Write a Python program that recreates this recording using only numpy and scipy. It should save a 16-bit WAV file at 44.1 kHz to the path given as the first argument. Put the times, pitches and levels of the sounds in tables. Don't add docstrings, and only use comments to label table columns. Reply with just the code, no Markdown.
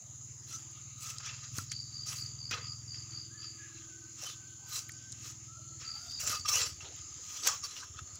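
import sys
import numpy as np
from scipy import signal
from scipy.fft import rfft, irfft
from scipy.io import wavfile
from scipy.ndimage import uniform_filter1d

SR = 44100
rng = np.random.default_rng(int(sys.argv[2]) if len(sys.argv) > 2 else 0)


def undo_db(level):
    steps = np.asarray(level, float) / 20
    return 10 ** steps


def transcribe(u):
    v = np.clip(np.atleast_2d(u).T, -1, 1)
    q = np.round(v * 32767).astype(np.int16)
    wavfile.write(sys.argv[1], SR, q)


N = 361179
TIME = np.arange(N) / SR
TOP_HZ = 15800
LINE_WOBBLE, LINE_LOST_DB = 0.006, 14


def level(x, db):
    return x * undo_db(db) / np.sqrt(np.mean(x ** 2))


def curve(table):
    s, *columns = np.transpose(table)
    return [np.interp(TIME, s, c, left=c[0], right=c[-1]) for c in columns]


def colour(x, spectrum):
    hz, db = np.transpose(spectrum)
    grid = np.log(np.arange(N // 2 + 1) * SR / N + 1)
    gain_db = np.interp(grid, np.log(hz), db, left=-90, right=-90)
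    return irfft(rfft(x) * undo_db(gain_db), N)


def ring(x, hz, width):
    return signal.lfilter(*signal.iirpeak(min(hz, 0.45 * SR), hz / max(width, 1), fs=SR), x)


def body(x, modes):
    return sum((-1) ** k * undo_db(db) * ring(x, hz, width) for k, (hz, width, db) in enumerate(modes))


def band(x, low, high):
    return signal.sosfilt(signal.butter(4, [low, high], "band", fs=SR, output="sos"), x)


def walk(count):
    k = int(SR / count)
    steps = np.repeat(rng.standard_normal(N // k + 1), k)
    return 1.265 * uniform_filter1d(uniform_filter1d(steps, k), k)[:N]


def add(out, start_s, x):
    i = int(start_s * SR)
    out[i:i + len(x)] += x[:N - i]


def chorus():
    # frequency in Hz, density in dB per Hz
    chorus_colour = [(2940, -31.5), (4850, -11), (5360, -12.5), (5870, -6.5), (6240, 5), (6720, 7),
                     (7040, 7.5), (7600, -3.5), (8060, -64), (8460, -67), (9000, -34), (11700, -35),
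                     (19800, -120)]
    # time in seconds, chorus level in dB
    chorus_swell = [(0.0, -52), (0.27, -52.5), (2.23, -50.5), (2.46, -52.5), (2.96, -51.5), (6.25, -52),
                    (6.45, -51.5), (6.8, -52.5), (7.05, -51), (7.53, -49), (7.85, -53.5), (8.19, -50.5)]
    # time in seconds, gain of the lower kind in dB
    lower_swell = [(0, -2.5), (.5, -2), (1, -1), (1.5, 6.5), (2.3, -1), (2.8, -5), (3.3, -6), (3.8, 1),
                   (4.4, 3), (5, 4), (5.6, 1.5), (6.4, 6), (7, 3.5), (7.3, 3), (7.9, -2.5), (8.19, 0)]
    buzz = colour(undo_db(walk(300)) * rng.standard_normal(N), chorus_colour)
    buzz = level(buzz, -50.47)
    lower = colour(buzz, [(2500, 0), (5690, 0), (5710, -90)])
    (lower_db,) = curve(lower_swell)
    patchy = sum(undo_db(lower_db + 5.7 * walk(4.5)) * band(lower, hz, hz + 400) for hz in range(2500, 5700, 400))
    (swell_db,) = curve(chorus_swell)
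    return undo_db(swell_db - swell_db.mean() + 1.1 * walk(5.8)) * (buzz - lower) + patchy


def engine():
    # time in seconds, firing rate in Hz
    firing_rate = [(0, 19.15), (.79, 19.6), (1.41, 19.6), (1.82, 19.9), (2.18, 19.9), (3.45, 20.6),
                   (4.06, 20.6), (4.65, 20.4), (4.94, 21.1), (5.27, 20.2), (5.51, 20.3), (5.8, 19.3),
                   (6.3, 18.7), (6.9, 18.1), (7.3, 17.7), (8.19, 17.2)]
    # time in seconds, exhaust level in dB
    exhaust_level = [(0.0, -56), (0.34, -53.5), (0.66, -57), (1.76, -52), (2.92, -50.5), (3.58, -58),
                     (4.22, -60.5), (5.68, -54), (5.93, -58), (6.87, -57.5), (7.25, -65.5), (7.53, -64.5),
                     (7.82, -64), (8.19, -60.5)]
    # centre in Hz, width in Hz, gain in dB
    exhaust_modes = [(81, 14, -8.5), (97, 29.2, 3), (116.7, 31.5, 6), (139.8, 9, 1.5), (245, 24, -23)]
    # time in seconds, level in dB
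    casing_level = [(0, -85), (.65, -69), (.95, -80.5), (2.8, -79.5), (3.15, -65.5), (3.95, -66),
                    (4.3, -71.5), (4.8, -76), (4.95, -67), (5.1, -80), (5.3, -65.5), (5.5, -76.5),
                    (5.75, -63.5), (5.95, -86), (8.19, -81)]
    (hz,), (exhaust_db,), (casing_db,) = curve(firing_rate), curve(exhaust_level), curve(casing_level)
    slowed_hz = np.maximum(19.4 - hz, 0)
    uneven = 0.24 + 0.22 * slowed_hz
    cycle = np.floor(np.cumsum(hz * (1 + 0.037 * uneven * walk(21))) / SR + 0.49).astype(int)
    size_db = 6 * uneven * rng.standard_normal(N // 1000)[cycle]
    firing = np.diff(cycle, prepend=cycle[0]) * undo_db(size_db)
    exhaust = band(body(firing, exhaust_modes), 70, 280) * undo_db(-9.0 * slowed_hz)
    knock = level(band(firing, 170, 318), -28.5)
    hum = ring(ring(firing, 326.0, 21), 328, 35)
    hum_db = casing_db + 0.83 * walk(3.23)
    thump = band(ring(firing + 0.008 * rng.standard_normal(N), 90, 45), 62, 150)
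    thump_db = -8.5 + 11 * np.clip(19.97 - hz, 0, 1.2) * (TIME > 5.0)
    puffs = level(exhaust, 0.88) + knock + level(thump, 0) * undo_db(thump_db)
    return undo_db(exhaust_db) * puffs + undo_db(hum_db) * level(hum, 0)


def yard():
    # frequency in Hz, density in dB per Hz
    rustle_colour = [(88, 1), (150, 0.5), (194, -9), (287, -9), (540, -19.5), (1080, -19.5), (1260, -16.5),
                     (1400, -21.5), (1620, -18), (2590, -16), (3660, -17.5), (5500, -37), (7150, -68),
                     (12100, -120)]
    top_colour = [(4710, -27), (8000, -2), (8090, -13), (8840, -28), (10500, -2.5), (11900, -19.5),
                  (13500, -16), (15300, -9), (16000, -11), (16200, -21)]
    low = colour(rng.standard_normal(N), rustle_colour)
    low = low * undo_db(-71) / np.std(band(low, 610, 3100))
    swell = walk(2.085)
    edges_hz = 140 * 1.4 ** np.arange(13)
    low = sum(undo_db(swell + 2.74 * walk(5) + 2.7 * walk(25)) * band(low, a, b)
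              for a, b in zip(edges_hz, edges_hz[1:]))
    top = colour(undo_db(0.48 * walk(3.5)) * rng.standard_normal(N), top_colour)
    hollow = ring(ring(rng.standard_normal(N), 1250, 100), 1248, 110)
    return low + level(top, -74) + undo_db(5.6 * walk(9)) * level(hollow, -75.0)


def rumble():
    return level(band(rng.standard_normal(N), 15, 48) * undo_db(3.4 * walk(3)), -80.5)


def ticks():
    # start in seconds, peak in dB, ring in Hz, bare crack in dB
    edge_ticks = [(0.022, -45, 6300, -32), (0.1457, -55, 6550, -30), (0.713, -50, 6760, -21),
                  (1.1832, -28, 6000, -39), (1.202, -43, 1200, -45), (1.5683, -36, 6930, -15),
                  (1.576, -36, 14800, -17), (1.583, -21.5, 6160, -23), (1.586, -30, 1320, -29),
                  (1.716, -26.5, 6140, -30), (1.7182, -25, 6300, -36), (1.721, -31, 5000, -38),
                  (2.5094, -34, 6040, -22), (2.528, -30, 2400, -42), (2.9438, -45, 2050, -45),
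                  (4.2368, -30, 6000, -23), (4.7604, -27, 5800, -34), (4.7903, -24, 6000, -32),
                  (4.889, -42, 15000, -14), (4.8934, -36.5, 1860, -26), (4.9192, -35, 6900, -38),
                  (5.1202, -33, 6600, -38), (5.125, -32, 5540, -40), (6.116, -39, 6000, -25),
                  (6.202, -36, 11500, -20), (6.295, -25, 6000, -26), (6.299, -29.5, 12100, -14),
                  (6.396, -33, 5570, -35), (6.4874, -20, 5670, -30), (6.555, -19, 6000, -34),
                  (6.8064, -40, 2750, -34), (6.9636, -46, 3500, -18), (7.375, -51, 11130, -10),
                  (7.425, -43, 11000, -10), (7.4343, -30, 4520, -34), (7.4713, -14.5, 6800, -11),
                  (7.4745, -11.5, 6200, -16), (7.6385, -28, 5500, -39), (7.766, -37, 2970, -40),
                  (7.99, -38, 1240, -42), (8.1555, -36, 6860, -30), (7.4745, -30, 15000, -25),
                  (7.462, -25, 5500, -25), (1.717, -37.5, 2050, -40), (6.5575, -20, 6500, -31),
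                  (1.26, -36, 5750, -30), (6.1215, -38, 4800, -40), (1.728, -45, 9500, -25)]
    # start in seconds, peak in dB
    thuds = [
        (1.582, -39.5),
        (2.511, -45),
        (2.53, -48),
        (6.271, -50),
        (6.299, -46),
        (6.489, -56),
        (7.441, -64),
    ]
    # centre in Hz, width in Hz, gain in dB
    board_modes = [(97.6, 10.8, 4.5), (253, 150, -7), (490, 560, -15), (904, 53, -10)]
    # start in seconds, peak in dB, pitch in Hz
    knocks = [(5.575, -71, 625), (5.945, -68, 847), (6.02, -72, 700), (6.06, -68, 696), (6.618, -61, 433),
              (7.177, -72, 495)]
    out, push, t = np.zeros(N), np.zeros(N), TIME[:4000]
    shape = (1 - np.exp(-t / 0.0002)) * np.exp(-t / 0.0016)
    for s, db, hz, bare_db in edge_ticks:
        crack = band(rng.standard_normal(len(t)), 1060, 15700) * shape
        rung = band(ring(crack, hz, 0.35 * hz), 0.6 * hz, min(1.5 * hz, TOP_HZ))
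        crack = rung + undo_db(bare_db + 3) * crack
        add(out, s, undo_db(db) * crack / np.abs(crack).max())
    for s, db in thuds:
        add(push, s, undo_db(db + 23.0) * np.exp(-t / 0.0009))
    for s, db, hz in knocks:
        swell = t / 0.0031 * np.exp(1 - t / 0.014) / 1.35
        tone = np.sin(2 * np.pi * hz * t) * np.cos(2 * np.pi * 22 * t)
        add(out, s, undo_db(db) * swell * tone)
    return out + body(push, board_modes)


def touches(table, voice, rounded):
    power = np.zeros((len(voice) + 1, N))
    offset_db, share, lost_db = np.transpose(voice)
    for s, db, rise_s, fall_s, extra_db in table:
        span = slice(max(int((s - 2 * rise_s) * SR), 0), int((s + 2 * fall_s) * SR))
        late = TIME[span] - s
        away = np.where(late < 0, -late / rise_s, late / fall_s) ** rounded
        bands_db = (db + offset_db + share * extra_db)[:, None] - lost_db[:, None] * away
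        board_db = 1.26 * ((bands_db[0] + bands_db[1]) / 2 + 41.5) - 48.5
        power[:, span] += undo_db(2 * np.vstack([board_db, bands_db]))
    return power


def slicing():
    # low edge in Hz, high edge in Hz
    slice_bands = [(250, 1030), (1030, 1470), (1470, 4300), (4300, 8300), (8300, 16000)]
    # frequency in Hz, density in dB per Hz
    slice_colour = [(120, -64), (200, -41), (500, -18), (722, -18.5), (1230, -9.5), (1770, -9.5),
                    (2860, -11.5), (3620, -13), (5940, -3.5), (8900, -27), (13000, -31), (14600, -29),
                    (16000, -20)]
    # centre in Hz, width in Hz, gain in dB
    blade_modes = [(467, 44, -1.5), (630, 300, -13.5), (1240, 33, 14), (1596, 11, -10), (2050, 190, -18),
                   (2700, 91, 1), (2930, 62, -8.5), (3320, 410, -4.5), (4084, 230, -4.5), (4920, 180, -6),
                   (5500, 150, 0), (5900, 340, -6), (6140, 720, -0.5), (6760, 340, 4.5), (7280, 170, 2.5),
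                   (10800, 57, -7),
                   (7830, 65, 3), (8400, 63, -3.5), (8940, 62, 0), (9610, 130, 0.5), (10445, 125, -0.5),
                 (11000, 49, 3), (11230, 81, 1), (11900, 40, -2), (12000, 87, 0), (13300, 55, -3),
                 (13350, 120, -4), (14000, 100, -3), (14400, 85, -1), (15050, 104, 3)]
    # peak in seconds, edge hiss in dB, rise in seconds, fall in seconds, weight on the blade in dB
    draws = [(0.535, -51, 0.09, 0.1, -4.5), (1.03, -48.5, 0.055, 0.071, -10),
             (1.095, -50, 0.097, 0.078, -3), (1.583, -49.5, 0.07, 0.093, -5.5),
             (2.07, -47, 0.015, 0.2, -2.5), (4.255, -55.5, 0.12, 0.12, 3.5),
             (4.762, -42.5, 0.098, 0.094, -6), (5.285, -56, 0.13, 0.077, 0.5), (6.12, -67, 0.49, 0.21, 0),
             (6.203, -42, 0.012, 0.17, -7.5), (6.275, -37.5, 0.018, 0.015, -6), (6.31, -46, 0.086, 0.11, 1),
             (6.462, -50, 0.012, 0.049, -1), (6.489, -38, 0.014, 0.045, -1),
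             (6.55, -39.5, 0.084, 0.14, 0.5), (6.62, -48, 0.11, 0.12, 3.5), (7.38, -56, 0.23, 0.3, 2),
             (7.437, -46.5, 0.008, .09, 0), (7.475, -42, 0.039, 0.037, 4), (7.5, -51, 0.062, 0.1, 7),
             (7.648, -52.5, 0.025, 0.035, 7), (7.79, -64, 0.22, 0.11, 10)]
    # peak in seconds, blade in dB, rise in seconds, fall in seconds, ring of the lowest mode in dB
    presses = [(0.8, -67, 0.094, 0.047, 4), (1.208, -52, 0.018, 0.02, 5), (1.265, -44.5, 0.12, 0.19, -6.5),
               (1.45, -55, 0.17, 0.053, -4), (1.716, -46.5, 0.0062, 0.067, -26),
               (2.512, -35, 0.0041, 0.087, -8), (2.545, -44.5, 0.032, 0.15, 1),
               (2.95, -55.5, 0.026, 0.087, -18), (3.17, -63, 0.55, 0.14, -1),
               (3.44, -56.5, 0.063, .1, -3.5), (3.81, -60, 0.48, 0.2, -12), (5.803, -53, 0.012, 0.34, -6),
               (6.345, -44.5, 0.071, 0.056, 2.5), (6.458, -41, 0.006, 0.019, -4), (6.87, -71, .05, .08, -4),
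               (6.81, -50.5, 0.01, 0.22, -12), (6.99, -56, 0.057, 0.1, -19), (7.437, -57, 0.0036, .05, -5),
               (7.993, -51, 0.066, 0.03, -2)]
    # offset in dB, share of the touch's last column, dB lost over rise and fall
    draw_voice = [(-3.5, 1.1, 19.5), (1.5, 1.04, 22.5), (7, 0.9, 20.5), (2.5, 0.31, 24.5)]
    press_voice = [(1, 1.2, 26), (0, 0.11, 23.6), (0.5, 0.11, 58), (-14.5, 0.13, 92)]
    sizes_db = 3.8 * np.minimum(rng.exponential(size=N), 4)
    snaps = (rng.random(N) < 2500 / SR) * undo_db(sizes_db) * rng.choice([-1, 1], N)
    friction = undo_db(1.13 * walk(90)) * (level(snaps, -7.0) + level(rng.standard_normal(N), -0.67))
    modes = sum(ring(friction * undo_db(db + 6 * walk(28)), hz, width) for hz, width, db in blade_modes)
    sound = colour(friction + undo_db(9) * modes, slice_colour)
    gains = np.sqrt(touches(draws, draw_voice, 1.54) + touches(presses, press_voice, 1.06))
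    out = []
    for gain, edges_hz in zip(gains, slice_bands):
        part = band(sound, *edges_hz)
        out.append(gain * part / np.sqrt(uniform_filter1d(part ** 2, size=2000) + 1e-12))
    return out


def bitten(slices):
    catch_db = [1.5, 2.5, 2, 1.5, 1.5]
    bite = walk(160)
    return sum(part * undo_db(db * (walk(110) + bite) / 1.4 - db / 4) for part, db in zip(slices, catch_db))


def squeals():
    # peak in seconds, first pitch in Hz, last pitch in Hz, level in dB, half length in seconds
    slides = [(.54, 5650, 6250, -41, .035), (0.502, 4150, 4100, -58, 0.033), (.53, 1330, 1360, -53, 0.022),
              (6.14, 3600, 3900, -56, .09), (5.85, 2300, 2800, -61, .05), (6.55, 5500, 6150, -32, 0.038),
              (6.6, 4000, 4900, -40, .04), (6.51, 2200, 2400, -50, 0.034), (6.215, 2730, 3000, -51, .025)]
    out, wobble, flutter = np.zeros(N), walk(300), undo_db(4 * walk(150))
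    for s, first_hz, last_hz, db, half_s in slides:
        span = slice(int((s - 2 * half_s) * SR), int((s + 2 * half_s) * SR))
        away = (TIME[span] - s) / half_s
        hz = first_hz + (last_hz - first_hz) * np.clip((1 + away) / 2, 0, 1)
        phase = 2 * np.pi * np.cumsum(hz * (1 + 3 * LINE_WOBBLE * wobble[span])) / SR
        out[span] += undo_db(db - LINE_LOST_DB * away ** 2) * flutter[span] * np.sin(phase)
    return out


def singing():
    # peak in seconds, pitch in Hz, level in dB, rise in seconds, fall in seconds
    sung_modes = [(.545, 1320, -55, .04, 0.05), (.54, 6140, -51, 0.035, .03), (1.11, 1320, -55, .08, .05),
                  (1.595, 1333, -44, 0.0065, 0.016), (2.52, 2507, -40, 0.0089, 0.03),
                  (2.52, 6050, -40.5, 0.0084, 0.024), (2.55, 1220, -52, 0.015, 0.087),
                  (4.27, 3060, -51, 0.026, .03), (4.31, 3540, -53, .02, 0.038),
                  (4.22, 2760, -58, 0.039, .03), (4.76, 2700, -51, 0.017, 0.027),
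                  (6.21, 5600, -46, .015, .03), (6.275, 6400, -39, .015, 0.016),
                  (6.295, 5900, -47, 0.009, 0.013), (6.33, 1222, -40, 0.026, 0.07),
                  (6.33, 5530, -43, .03, .04), (6.345, 2600, -45, 0.032, 0.042),
                  (6.455, 1233, -37, 0.0056, 0.013), (6.465, 5540, -40, .01, .015),
                  (6.465, 2720, -48, 0.0086, 0.016), (6.49, 5540, -32, .012, .03),
                  (6.5, 1190, -40.5, 0.019, 0.036), (6.53, 5400, -35, .03, .025),
                  (6.53, 4010, -46, .02, .02), (6.56, 6030, -33, .04, 0.02),
                  (6.562, 6800, -35.5, 0.025, 0.037), (6.565, 2930, -37, 0.033, 0.043),
                  (6.6, 1960, -46, 0.035, 0.032), (6.62, 5390, -41, .03, .03), (6.65, 6800, -47, .03, .03),
                  (6.675, 6040, -42, .02, .03), (6.81, 2730, -48, 0.0048, 0.011),
                  (7.45, 4643, -41, 0.023, .03), (7.48, 1664, -44, 0.017, 0.041),
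                  (7.51, 1144, -45.5, 0.025, 0.06), (7.645, 1160, -45.5, 0.011, 0.018),
                  (7.65, 4570, -37, 0.011, 0.01), (7.65, 5580, -40.5, 0.014, .015),
                  (7.77, 2850, -54, 0.013, 0.024), (7.992, 3530, -52, .01, 0.0088)]
    out, wobble, flutter_db = np.zeros(N), walk(250), 3 * walk(120)
    late = TIME[:13000] - 0.12
    for k, (s, hz, db, rise_s, fall_s) in enumerate(sung_modes):
        away = np.where(late < 0, late / rise_s, late / fall_s) ** 2
        chance = slice(8000 * k, 8000 * k + len(late))
        phase = 2 * np.pi * np.cumsum(hz * (1 + LINE_WOBBLE * wobble[chance])) / SR
        add(out, s - 0.12, undo_db(db - LINE_LOST_DB * away + flutter_db[chance]) * np.sin(phase))
    return out


def shoves():
    # peak in seconds, level in dB, half length in seconds, centre in Hz
    squelches = [(2.545, -49, 0.081, 1740), (2.63, -58.5, 0.073, 2500), (2.561, -62, 0.066, 430),
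                 (4.24, -63, 0.04, 610), (6.25, -55, 0.05, 590), (6.55, -57, 0.057, 490),
                 (6.62, -63, 0.046, 2500), (6.83, -62, 0.096, 770), (6.86, -59, 0.056, 470),
                 (4.27, -50, 0.074, 3540), (4.893, -56, 0.008, 3600), (0.63, -70, 0.042, 2800),
                 (1.56, -63, .03, 2440), (6.861, -59.5, .07, 3300), (6.2, -58, 0.033, 2000),
                 (7.44, -62, 0.068, 330), (7.47, -53, 0.086, 930), (7.819, -57, 0.042, 1220),
                 (7.8, -53, .03, 5400), (1.275, -55, 0.056, 2060), (1.442, -59.5, 0.043, 1560),
                 (5.85, -58, 0.06, 2260), (6.349, -56, 0.037, 2300)]
    out, t = np.zeros(N), TIME[:18000] - 0.2
    lumps = undo_db(4.1 * walk(70))
    for k, (s, db, half_s, hz) in enumerate(squelches):
        wet = band(rng.standard_normal(len(t)), hz / 1.3, hz * 1.3)
        wet = wet * lumps[14000 * k:14000 * k + len(t)]
        swell = np.exp(-(t / np.where(t < 0, 0.4 * half_s, half_s)) ** 2)
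        add(out, s - 0.2, level(wet, db) * swell)
    return out


def cicada():
    # start in seconds, level in dB
    phrases = [(1.694, -43.5), (1.925, -44), (2.154, -43.5), (2.384, -44.5), (2.613, -44.5), (2.876, -45),
               (3.104, -45), (3.374, -46), (5.847, -42.5), (6.08, -43), (6.303, -45), (6.56, -46)]
    syllables_db = [-4, -0.5, -2, -9.5, -44, -52]
    clicks_db = [-4, -3, 0]
    syllable_s = 0.0387
    gate, t = np.zeros(N), TIME[:700]
    buckle = (t / 0.0085) * np.exp(1 - (t / 0.0085) ** 4)
    for start_s, db in phrases:
        for k, syllable_db in enumerate(syllables_db):
            for j, click_db in enumerate(clicks_db):
                late, size = rng.standard_normal(2)
                when_s = start_s + syllable_s * (k + j / len(clicks_db)) + 0.00065 * late
                add(gate, when_s, undo_db(db + syllable_db + click_db + 0.8 * size) * buckle)
    phase = 2 * np.pi * np.cumsum(4730 * (1 + 0.036 * walk(600))) / SR
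    ribs = np.sin(phase) * undo_db(0.9 * walk(250))
    call = undo_db(6.0) * ring(gate * ribs, 4700, 570)
    tail = rng.standard_normal(6000) * np.exp(-TIME[:6000] / 0.098)
    return call + undo_db(-37) * signal.fftconvolve(call, tail)[:N]


def roosters():
    # start in seconds, length in seconds, first pitch in Hz, held pitch in Hz, glide in seconds,
    # level in dB
    crows = [
        (3.282, 0.16, 1520, 1723, 0.082, -62.5),
        (3.568, 0.16, 1702, 1673, 0.12, -58.5),
        (3.68, 0.45, 1690, 1532, .14, -66.5),
        (4.29, .84, 1530, 1527, .2, -65),
        (5.45, .32, 1270, 1339, 0.124, -62),
        (5.819, 0.18, 1300, 1320, .1, -58),
        (5.949, 0.17, 1320, 1402, 0.064, -60.5),
    ]
    out = np.zeros(N)
    for start_s, length_s, first_hz, held_hz, glide_s, db in crows:
        hz = first_hz + (held_hz - first_hz) * np.clip((TIME - start_s) / glide_s, 0, 1)
        edge = np.clip(np.minimum(TIME - start_s, start_s + length_s - TIME) / 0.036, 0, 1)
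        phase = 2 * np.pi * np.cumsum(hz * (1 + 0.015 * walk(120))) / SR
        out += edge ** 2 * undo_db(db + 3.1 * walk(35)) * np.sin(phase)
    tail = rng.standard_normal(9000) * np.exp(-TIME[:9000] / 0.11)
    return out + undo_db(-37.0) * signal.fftconvolve(out, tail)[:N]


def scene():
    # frequency in Hz, side level in dB
    side_colour = [(150, -26), (300, -21), (600, -20), (1000, -28), (2000, -27), (6000, -38), (9000, -36),
                   (12000, -27), (17000, -21)]
    mid = chorus() + engine() + yard() + rumble() + ticks() + bitten(slicing())
    mid = mid + squeals() + singing() + shoves() + cicada() + roosters()
    scatter = rng.standard_normal(1500)
    side = colour(signal.fftconvolve(mid, scatter / np.linalg.norm(scatter))[:N], side_colour)
    side = side + level(band(rng.standard_normal(N), 30, 180), -87)
    return np.array([mid + side, mid - side])


def low_pass(x):
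    return signal.sosfilt(signal.butter(12, 15730, fs=SR, output="sos"), x)


def record(dry):
    cut = signal.sosfilt(signal.ellip(10, 0.2, 70, TOP_HZ, fs=SR, output="sos"), dry)
    return low_pass(cut)


dry = scene()
out = record(dry)
transcribe(out)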